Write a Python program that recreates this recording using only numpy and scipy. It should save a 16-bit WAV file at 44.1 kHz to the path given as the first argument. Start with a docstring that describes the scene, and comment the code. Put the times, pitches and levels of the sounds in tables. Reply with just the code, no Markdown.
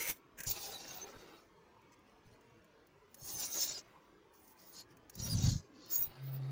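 """A quiet room, close to a hard board. A soft brush flicks over rust dust; then a wire brush rakes grit
and wood scraps across the board in separate strokes. Grains catch and release the wires, which rasp,
snap free and sometimes squeal as they stick and slip. Loose chips scrunch and trickle. The board thuds
when bumped, rumbles under the hardest stroke and drones as the brush judders at the end."""
import sys
import numpy as np
from scipy import signal
from scipy.fft import rfft, irfft, next_fast_len
from scipy.io import wavfile
from scipy.ndimage import uniform_filter1d, map_coordinates

SR = 44100
rng = np.random.default_rng(int(sys.argv[2]) if len(sys.argv) > 2 else 0)


def int16_out(signal):
    """Quantize to a 16-bit WAV file."""
    q = np.round(np.clip(np.atleast_2d(signal).T, -1, 1) * 32767)
    wavfile.write(sys.argv[1], SR, q.astype(np.int16))


N = 287091
CONTROL_HZ = 1000

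# pushes of the wire brush:
# start_s, rise_s, hold_s, fall_s, swell_db, debris_db, rasp_db, sand_db, sizzle_db, rasp_centre_hz
STROKES = [ (0.461, 0.014, 0.013, 0.035, -1.5, -55, -35.5, -48.5, -42, 6500),
           (0.486, 0.019, 0.011, 0.024, -1.5, -55, -39.5, -51, -31, 6500),
           (0.498, 0.021, 0.18, 0.11, -1, -55.5, -49, -54.5, -53, 5400),
           (0.675, 0.05, 0.16, 0.11, -1, -56.5, -56, -66, -76, 5100),
           (0.861, 0.046, 0.11, 0.094, -2, -56, -58.5, -67.5, -59, 6300),
           (1.005, 0.043, 0.33, 0.15, -5, -59, -67, -75, -75, 5170),
           (3.177, 0.11, 0.24, 0.058, 2, -59, -49.5, -53, -49.5, 6000),
           (3.367, 0.036, 0.031, 0.04, -2, -57.5, -42, -53, -52, 5950),
           (3.514, 0.043, 0.074, 0.074, 4, -57, -38.5, -51, -47, 6350),
           (3.634, 0.039, 0.11, 0.03, -3, -53.5, -43, -66.5, -63, 5860),
           (3.774, 0.021, 0.28, 0.18, -7.5, -64.5, -79, -85, -86.5, 5010),
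           (4.313, 0.03, 0.18, 0.044, 4.5, -96, -79, -77, -73.5, 5800),
           (4.546, 0.053, 0.098, 0.06, 0.5, -69.5, -67, -71, -66.5, 5400),
           (4.689, 0.095, 0.022, 0.027, 0.5, -61.5, -52.5, -62.5, -72, 5140),
           (5.151, 0.075, 0.11, 0.025, 2.5, -57.5, -47, -58, -52.5, 5400),
           (5.322, 0.043, 0.14, 0.1, 2, -57, -45, -65.5, -70.5, 5460),
           (5.409, 0.028, 0.0044, 0.031, 0, -59, -43, -61, -52, 5530),
           (5.711, 0.05, 0.16, 0.046, 13, -77.5, -69, -100, -106, 4450),
           (5.884, 0.028, 0.045, 0.045, 4, -68, -51.5, -67, -38.5, 6400),
           (5.949, 0.031, 0.049, 0.05, 0, -60, -57, -54.5, -34, 6640),
           (6.01, 0.024, 0.53, 0.05, -3.5, -62, -70.5, -79, -84, 4140),
           (6.216, 0.022, 0.125, 0.025, 2, -86, -77, -101, -58.5, 4100), ]
# tone colour of dry wood chips: freq_hz, gain_db
CHIP_COLOUR = [(300, 0), (1000, -6), (1300, -17), (1650, 9.5), (2100, -4), (2450, 4.5), (3400, -13),
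               (4500, -22), (6500, 1), (8000, -6), (11500, -18.5), (13500, -21), (15300, 5), (16500, -63)]


def wire_brush(squeal_gain):
    """Scraps grind along the board while grains pluck the wires and hiss under their tips."""
    # tone colours of dragged debris, fine sand and wire tips: freq_hz, gain_db
    debris_colour = [(60, -10), (130, -2), (260, 2.5), (450, 4.5), (800, -2), (1250, -2), (2000, -5),
                     (3000, -12), (4000, -23), (6000, -28)]
    sand_colour = [(4000, -30), (7500, -9), (9000, 0), (11000, -1.5), (13000, -7), (15000, -1),
                   (16500, -51)]
    sizzle_colour = [(12000, -34), (13800, -18), (14600, 2), (15300, 8.5), (15750, -6), (16300, -38)]
    # modes of the board and its wood scraps: freq_hz, width_hz, gain_db
    wood_modes = [(410, 70, 0), (700, 100, 1), (830, 120, 4), (1040, 90, -4), (2300, 160, -9),
                  (2800, 200, 0), (3300, 200, -5), (3780, 240, 2), (4700, 280, -3)]
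    drag, rasping, sanding, sizzling = levels(STROKES)
    grind = shimmer(coloured(grit(4000), debris_colour), depth_db=4, size=2048)
    wood = shimmer(struck(grit(3000), wood_modes), depth_db=5.5, size=2048)
    hiss = shimmer(coloured(grit(14000), sand_colour), depth_db=4.5)
    sand = unit(hiss + .22 * wire_pings())
    sizzle = shimmer(coloured(grit(8200), sizzle_colour), depth_db=3.5)
    # wires that squeal in step no longer rasp at random
    free_wires = 1 - np.clip(.3 * squeal_gain / (rasping + 1e-9), 0, .25)
    # the scraps ring out fully only when dragged hard
    scraps = drag * np.minimum(drag / amp(-54.5), 1) * amp(1.5) * wood
    return scraps + drag * grind + rasping * free_wires * wire_rasp() + sanding * sand + sizzling * sizzle


def wire_rasp(reach_hz=850):
    """Grains pluck groups of wires; the bend of the brush decides which group rings most."""
    # wire groups, long and slack to short and stiff: pitch_hz, base_width_hz, gain_db
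    wire_groups = [(3640, 810, 1), (4580, 620, 2.5), (5850, 1360, -1.5), (6220, 1540, 8.5), (7020, 410, 5)]
    *_, rasp_db, _, _, centre_hz = np.transpose(STROKES)
    # where pushes overlap, the louder one sets the centre
    weights = amp(rasp_db[:, None]) ** 2 * envelopes(STROKES)
    centre = per_sample(centre_hz @ weights / weights.sum(axis=0))
    plucks = grit(6000)
    shares, voices = [], []
    for hz, width, db in wire_groups:
        shares.append(amp(db) / (1 + ((centre - hz) / reach_hz) ** 2))
        kicks = plucks * rng.choice([-1, 1], N)
        voices.append(unit(filtered(kicks, lambda f: resonance(f, hz, 2.27 * width) ** 2)))
    wires = np.sum(np.array(shares) * voices, axis=0) / np.linalg.norm(shares, axis=0)
    # no wire is stiff enough to ring above the highest group
    return shimmer(lowpass(wires, 7600), depth_db=5, size=1024)


def wire_pings(count=1200, length_s=0.028):
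    """Single wires chirp briefly as they skid over grains."""
    t = np.arange(int(length_s * SR)) / SR
    when, tone, size, glide = rng.random((4, count, 1))
    hz = 8000 * (13000 / 8000) ** tone
    phase = 2 * np.pi * hz * t * (1 + (glide - .5) * t / 2)
    chirps = amp(12 * size) * np.hanning(len(t)) * np.sin(phase)
    index = (when * N).astype(int) + np.arange(len(t))
    return unit(np.bincount(index.ravel(), chirps.ravel(), N)[:N])


def squeal_curves():
    """Each squeal swells and fades in one arch while it glides: pitch, gain and octave gain."""
    # wires and scraps sticking and slipping in step:
    # start_s, length_s, pitch_hz, glide_hz, level_db, octave_db
    slips = [ (0.726, 0.057, 3900, -48.5, -49.5, -76), (0.88, 0.053, 6454, -62.5, -52, -72),
             (1.005, 0.046, 6240, -40.5, -46, -73), (3.33, 0.086, 6216, -59.5, -46, -60),
             (3.68, 0.034, 6990, 62.5, -40, -67), (3.729, 0.064, 4950, 81, -46.5, -76),
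             (3.927, 0.073, 1000, 41, -64, -82), (5.212, 0.072, 5714, 20, -44.5, -56),
             (5.288, 0.066, 4840, -420, -41.5, -48.5), (5.914, 0.084, 6740, 58.5, -40.5, -62),
             (6.021, 0.028, 5850, -62, -48.5, -52), ]
    start, length, hz, glide_hz, db, octave_db = np.transpose(slips)[:, :, None]
    progress = np.clip((np.arange(N) / SR - start) / length, 0, 1)
    arch = 4 * progress * (1 - progress) + 1e-9
    pitch = np.average(hz + glide_hz * (progress - .5), weights=arch, axis=0)
    return pitch, np.sum(amp(db) * arch, axis=0), np.sum(amp(octave_db) * arch, axis=0)


def squeals(pitch, gain, octave_gain, flutter_hz=280):
    """A tuft of wires slips at nearly one pitch: a fuzzy whistle, with an octave when it bites hard."""
    def tuft(angle):
        # friction limits the swing, so the whistle flutters without sharp peaks
        cos_swing, sin_swing = np.tanh([wobble(flutter_hz), wobble(flutter_hz)])
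        return unit(cos_swing * np.cos(angle) + sin_swing * np.sin(angle))

    phase = 2 * np.pi * np.cumsum(pitch + 60 * wobble(120)) / SR
    octave = lowpass(tuft(2 * phase), 12000)  # the wires damp the highest octaves
    return gain * tuft(phase) + octave_gain * octave


def snaps(t60_s=.028, attack_s=.002, crackle_trim_db=-22.5, knock_trim_db=-18):
    """Crumbs crack and wires snap free: a brief crackle of grit over a duller knock of wood."""
    # snaps, ahead of the trims: start_s, level_db, knock_offset_db
    hits = [(0.387, -29, -7), (0.403, -19.5, -2.5), (0.434, -19, -24), (1.8161, -55, -7),
            (1.9898, -52.5, -20), (2.409, -55.5, 5), (2.6429, -53.5, 1), (2.868, -47.5, -24),
            (3.143, -27.5, -16), (4.3376, -46, -10), (4.478, -38, -29), (4.9687, -45, 1),
            (5.096, -27.5, -16), (5.1526, -27, -20), (5.8595, -39, -25), (6.236, -45, -9)]
    # bright tone colour of the crackle: freq_hz, gain_db
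    snap_colour = [(1000, -18.5), (3000, -16), (6500, 7.5), (8000, -7), (10000, 2.5), (13000, -3.5),
                   (15400, 10), (16500, -39.5)]
    t = np.arange(SR // 10) / SR
    shape = amp(-60 * t / t60_s) * (1 - np.exp(-t / attack_s))
    shape /= shape.max()
    crackles, knocks = np.zeros((2, N + SR))
    for start, db, offset_db in hits:
        span = slice(round(start * SR), round(start * SR) + len(t))
        crackles[span] += amp(db + crackle_trim_db) * shape * rng.standard_normal(len(t))
        knocks[span] += amp(db + offset_db + knock_trim_db) * shape * rng.standard_normal(len(t))
    return coloured(crackles[:N], snap_colour) + coloured(knocks[:N], CHIP_COLOUR)


def board(slip_hz=134):
    """The hardest stroke shakes the board; regular slipping makes it drone on one low mode."""
    # shake under the hardest stroke: time_s, level_db
    shake_curve = [(5.14, -69), (5.186, -44.5), (5.312, -41), (5.352, -29), (5.412, -37), (5.462, -23.5),
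                   (5.538, -35), (5.56, -34), (5.66, -76)]
    # tone colour of the rumbling board: freq_hz, gain_db
    rumble_colour = [(15, -33), (35, -8.5), (62, -4.5), (102, 3.5), (150, -3), (210, -9.5), (275, -17),
                     (320, -28), (460, -40.5), (600, -35), (1200, -75)]
    # the brush juddering: start_s, rise_s, hold_s, fall_s, swell_db, level_db
    judder = [(6.16, 0.085, 0.27, 0.05, 4.5, -42.5)]
    shake = amp(np.interp(np.arange(N) / SR, *np.transpose(shake_curve), left=-120, right=-120))
    phase = 2 * np.pi * np.cumsum(slip_hz + 1.36 * wobble(25.6)) / SR
    drone = np.sqrt(2) * np.sin(phase) * amp(0.42 * wobble(30))
    # grit under the juddering wires roughens the drone
    grind = unit(filtered(grit(1500), lambda f: resonance(f, hz=120, width=380) ** 2))
    return rumble(shake, rumble_colour) + levels(judder)[0] * (drone + amp(-19) * grind)


def thuds(attack_s=0.014, tremble_db=-15.5):
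    """Single bumps and the tremble of dragged debris sway the table."""
    # the brush bumping the board: start_s, level_db, t60_s
    bumps = [(0.463, -38, 0.19), (1.152, -44.5, 0.091), (2.249, -55, 0.25), (2.31, -61, 0.24),
             (3.215, -49.5, 0.18), (3.335, -50.5, 0.28), (5.985, -50.5, 0.2), (6.064, -50, 0.2)]
    # tone colour of the swaying table: freq_hz, gain_db
    thud_colour = [(15, -6.5), (35, -3), (65, -4), (110, 4), (170, -8.5), (300, -23), (600, -43.5)]
    start, db, t60 = np.transpose(bumps)[:, :, None]
    age = np.clip(np.arange(N) / SR - start, 0, 1)
    knocks = np.sum(np.minimum(age / attack_s, 1) * amp(db - 60 * age / t60), axis=0)
    drag = levels(STROKES)[0]
    return rumble(knocks + amp(tremble_db) * drag, thud_colour)


def rumble(gain, colour):
    """Dense little bumps of the brush blur into a rumble that follows the gain curve."""
    bumps = coloured(grit(500, spread_db=0.5, clump_db=0.5), colour)
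    # the hand keeps the pressure even from bump to bump
    local_rms = np.sqrt(np.abs(uniform_filter1d(bumps ** 2, size=1500)) + 1e-6)
    return gain * bumps / local_rms


def soft_brush():
    """Hair bristles swish through dust and excite the ferrule."""
    # the opening flick: start_s, rise_s, hold_s, fall_s, swell_db, level_db
    flick = [(-0.028, 0.03, 0.095, 0.055, 3.5, -43)]
    # tone colour of bristles in dust: freq_hz, gain_db
    bristle_colour = [(70, -17), (130, -2), (300, -3), (620, -6), (880, -13), (1250, -10.5), (1700, -8),
                      (2300, -9.5), (3200, -6.5), (4200, -9), (5100, -10.5), (6400, -3.5), (8000, -8.5),
                      (13300, -6.5), (15300, 2), (16500, -27)]
    # modes of the ferrule and handle: freq_hz, width_hz, gain_db
    ferrule_modes = [(935, 33, -12), (2180, 135, -4), (6050, 250, -9.5)]
    dust = shimmer(coloured(grit(9000), bristle_colour), depth_db=4.5, size=1024)
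    ferrule = struck(grit(5000), ferrule_modes)
    push, = levels(flick)
    pressed = np.minimum(push / amp(-42), 1)  # the ferrule rings only under pressure
    return push * (dust + amp(-2.5) * pressed * ferrule)


def chips():
    """Loose chips scrunch as the wire brush lands, and trickle as the heap creeps over the edge."""
    # the shove and the creeping heap: start_s, rise_s, hold_s, fall_s, swell_db, level_db
    shove = [(0.373, 0.01, 0.069, 0.016, 6.5, -54.5)]
    creep = [(1.912, 0.012, 0.02, 0.0078, -3, -67), (2.03, 0.07, 0.048, 0.08, -0.5, -78.5),
             (2.22, 0.08, 0.038, 0.05, 1, -72), (2.39, 0.03, 0.22, 0.1, -2.5, -80),
             (4.87, 0.025, 0.03, 0.03, 3, -72.5)]
    # tone colour of falling crumbs: freq_hz, gain_db
    crumb_colour = [(800, -13.5), (2500, 7.5), (3800, 0), (6500, 3), (8000, -9.5), (10000, -3.5),
                    (13000, -29), (15300, 1), (16500, -41)]
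    scrunch = unit(coloured(grit(4000), CHIP_COLOUR))
    trickle = shimmer(coloured(grit(1900), crumb_colour), depth_db=6.5)
    return levels(shove)[0] * scrunch + levels(creep)[0] * trickle


def walls(x, t60_s=0.042, wet_db=-18):
    """A short diffuse reflection from the walls."""
    t = np.arange(SR // 3) / SR
    tail = rng.standard_normal(len(t)) * amp(-60 * t / t60_s)
    return amp(wet_db) * signal.fftconvolve(x, tail / np.linalg.norm(tail))[:N]


def room_tone(level_db=-65):
    """Dull, nearly steady air of the room."""
    # tone colour of the air: freq_hz, gain_db
    air_colour = [(15, -30), (35, -7), (125, -3), (210, -5), (400, 0), (730, -12), (970, -6), (1300, -12),
                  (2300, -17), (4000, -25), (6300, -28), (8500, -38), (13400, -41), (15500, -33)]
    noise = filtered(rng.standard_normal(N), lambda hz: colour_gain(air_colour, hz))
    air = shimmer(noise, depth_db=4, size=2048)
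    return amp(level_db + 0.31 * wobble(2.5)) * air


def grit(per_second, spread_db=3.2, clump_db=1.4):
    """Tiny impacts of grains: random times, uneven sizes, louder in clumps."""
    hits = rng.random(N) < per_second / SR
    sizes = amp(spread_db * np.clip(rng.standard_normal(N), -2, 2)) * rng.choice([-1, 1], N)
    clumps = amp(clump_db * (wobble(260) + 1.68 * wobble(35)))
    return unit(hits * sizes * clumps)


def shimmer(x, depth_db, size=512):
    """Narrow resonances come and go, as when contacts touch down and lift off."""
    spectrum = signal.stft(x, nperseg=size)[2]
    field = uniform_filter1d(rng.standard_normal(spectrum.shape), size=3, axis=0)
    field = uniform_filter1d(field, size=6, axis=1)
    return unit(signal.istft(spectrum * amp(depth_db * unit(field)), nperseg=size)[1][:N])


def envelopes(pushes, edge_db=20, edge_curve=1.3):
    """Power of each push: it rises, swells or sags while held, then drops ever faster as contact lifts."""
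    start, rise, hold, fall, swell_db = np.transpose(pushes)[:5, :, None]
    held = np.arange(0, N / SR, 1 / CONTROL_HZ) - start - rise
    outside = np.clip(np.maximum(-held / rise, (held - hold) / fall), 0, 6)
    return amp(swell_db * np.clip(held / hold, 0, 1) - edge_db * outside ** edge_curve) ** 2


def levels(pushes):
    """Gain over time for each level column of a table of pushes."""
    powers = amp(np.transpose(pushes)[5:9]) ** 2 @ envelopes(pushes)
    return [per_sample(np.sqrt(power)) for power in powers]


def coloured(x, colour, size=8192):
    """x rung through a minimum-phase body with the given tone colour."""
    cepstrum = irfft(np.log(colour_gain(colour, np.fft.rfftfreq(size, 1 / SR))))
    cepstrum[1:size // 2] *= 2
    cepstrum[size // 2 + 1:] = 0
    response = irfft(np.exp(rfft(cepstrum)))
    return signal.fftconvolve(x, response / np.linalg.norm(response))[:N]


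def struck(x, modes):
    """x rung through a few modes of alternating polarity, at rms 1."""
    def body(f):
        return sum((-1) ** k * amp(db) * resonance(f, hz, width) for k, (hz, width, db) in enumerate(modes))
    return unit(filtered(x, body))


def resonance(f, hz, width):
    """Causal response of one mode."""
    return 1j * f * width / (hz * hz - f * f + 1j * f * width)


def filtered(x, response):
    """x shaped by a frequency response."""
    size = next_fast_len(N + SR // 4)
    return irfft(rfft(x, size) * response(np.fft.rfftfreq(size, 1 / SR)), size)[:N]


def lowpass(x, cutoff_hz):
    """A steep treble cut."""
    return filtered(x, lambda hz: 1 / (1 + (hz / cutoff_hz) ** 20))


def colour_gain(colour, hz):
    """Gain of a tone colour, read on a log frequency axis."""
    freq_hz, gain_db = np.transpose(colour)
    return amp(np.interp(np.log(hz + 1), np.log(freq_hz + 1), gain_db))


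def wobble(rate):
    """A smooth random curve, rate knots a second."""
    return map_coordinates(rng.standard_normal(int(N * rate / SR) + 4), [np.arange(N) * rate / SR])


def per_sample(control):
    """A control curve filled in to audio rate."""
    return np.interp(np.arange(N) * CONTROL_HZ / SR, np.arange(len(control)), control)


def amp(db):
    """Decibels to gain."""
    return 10 ** (np.asarray(db) / 20)


def unit(x):
    """x at rms 1."""
    return x / np.sqrt(np.mean(x ** 2) + 1e-20)


def scene():
    """All the brushing, close by, over the room's air."""
    pitch, squeal_gain, octave_gain = squeal_curves()
    brushing = soft_brush() + chips() + wire_brush(squeal_gain) + squeals(pitch, squeal_gain, octave_gain)
    direct = brushing + snaps() + thuds() + board()
    return (direct + walls(direct) + room_tone())[None]


def record(dry, top_hz=15800):
    """A brick-wall cut takes off the very top of the treble."""
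    return np.array([filtered(x, lambda hz: hz < top_hz) for x in dry])


dry = scene()
out = record(dry)
int16_out(out)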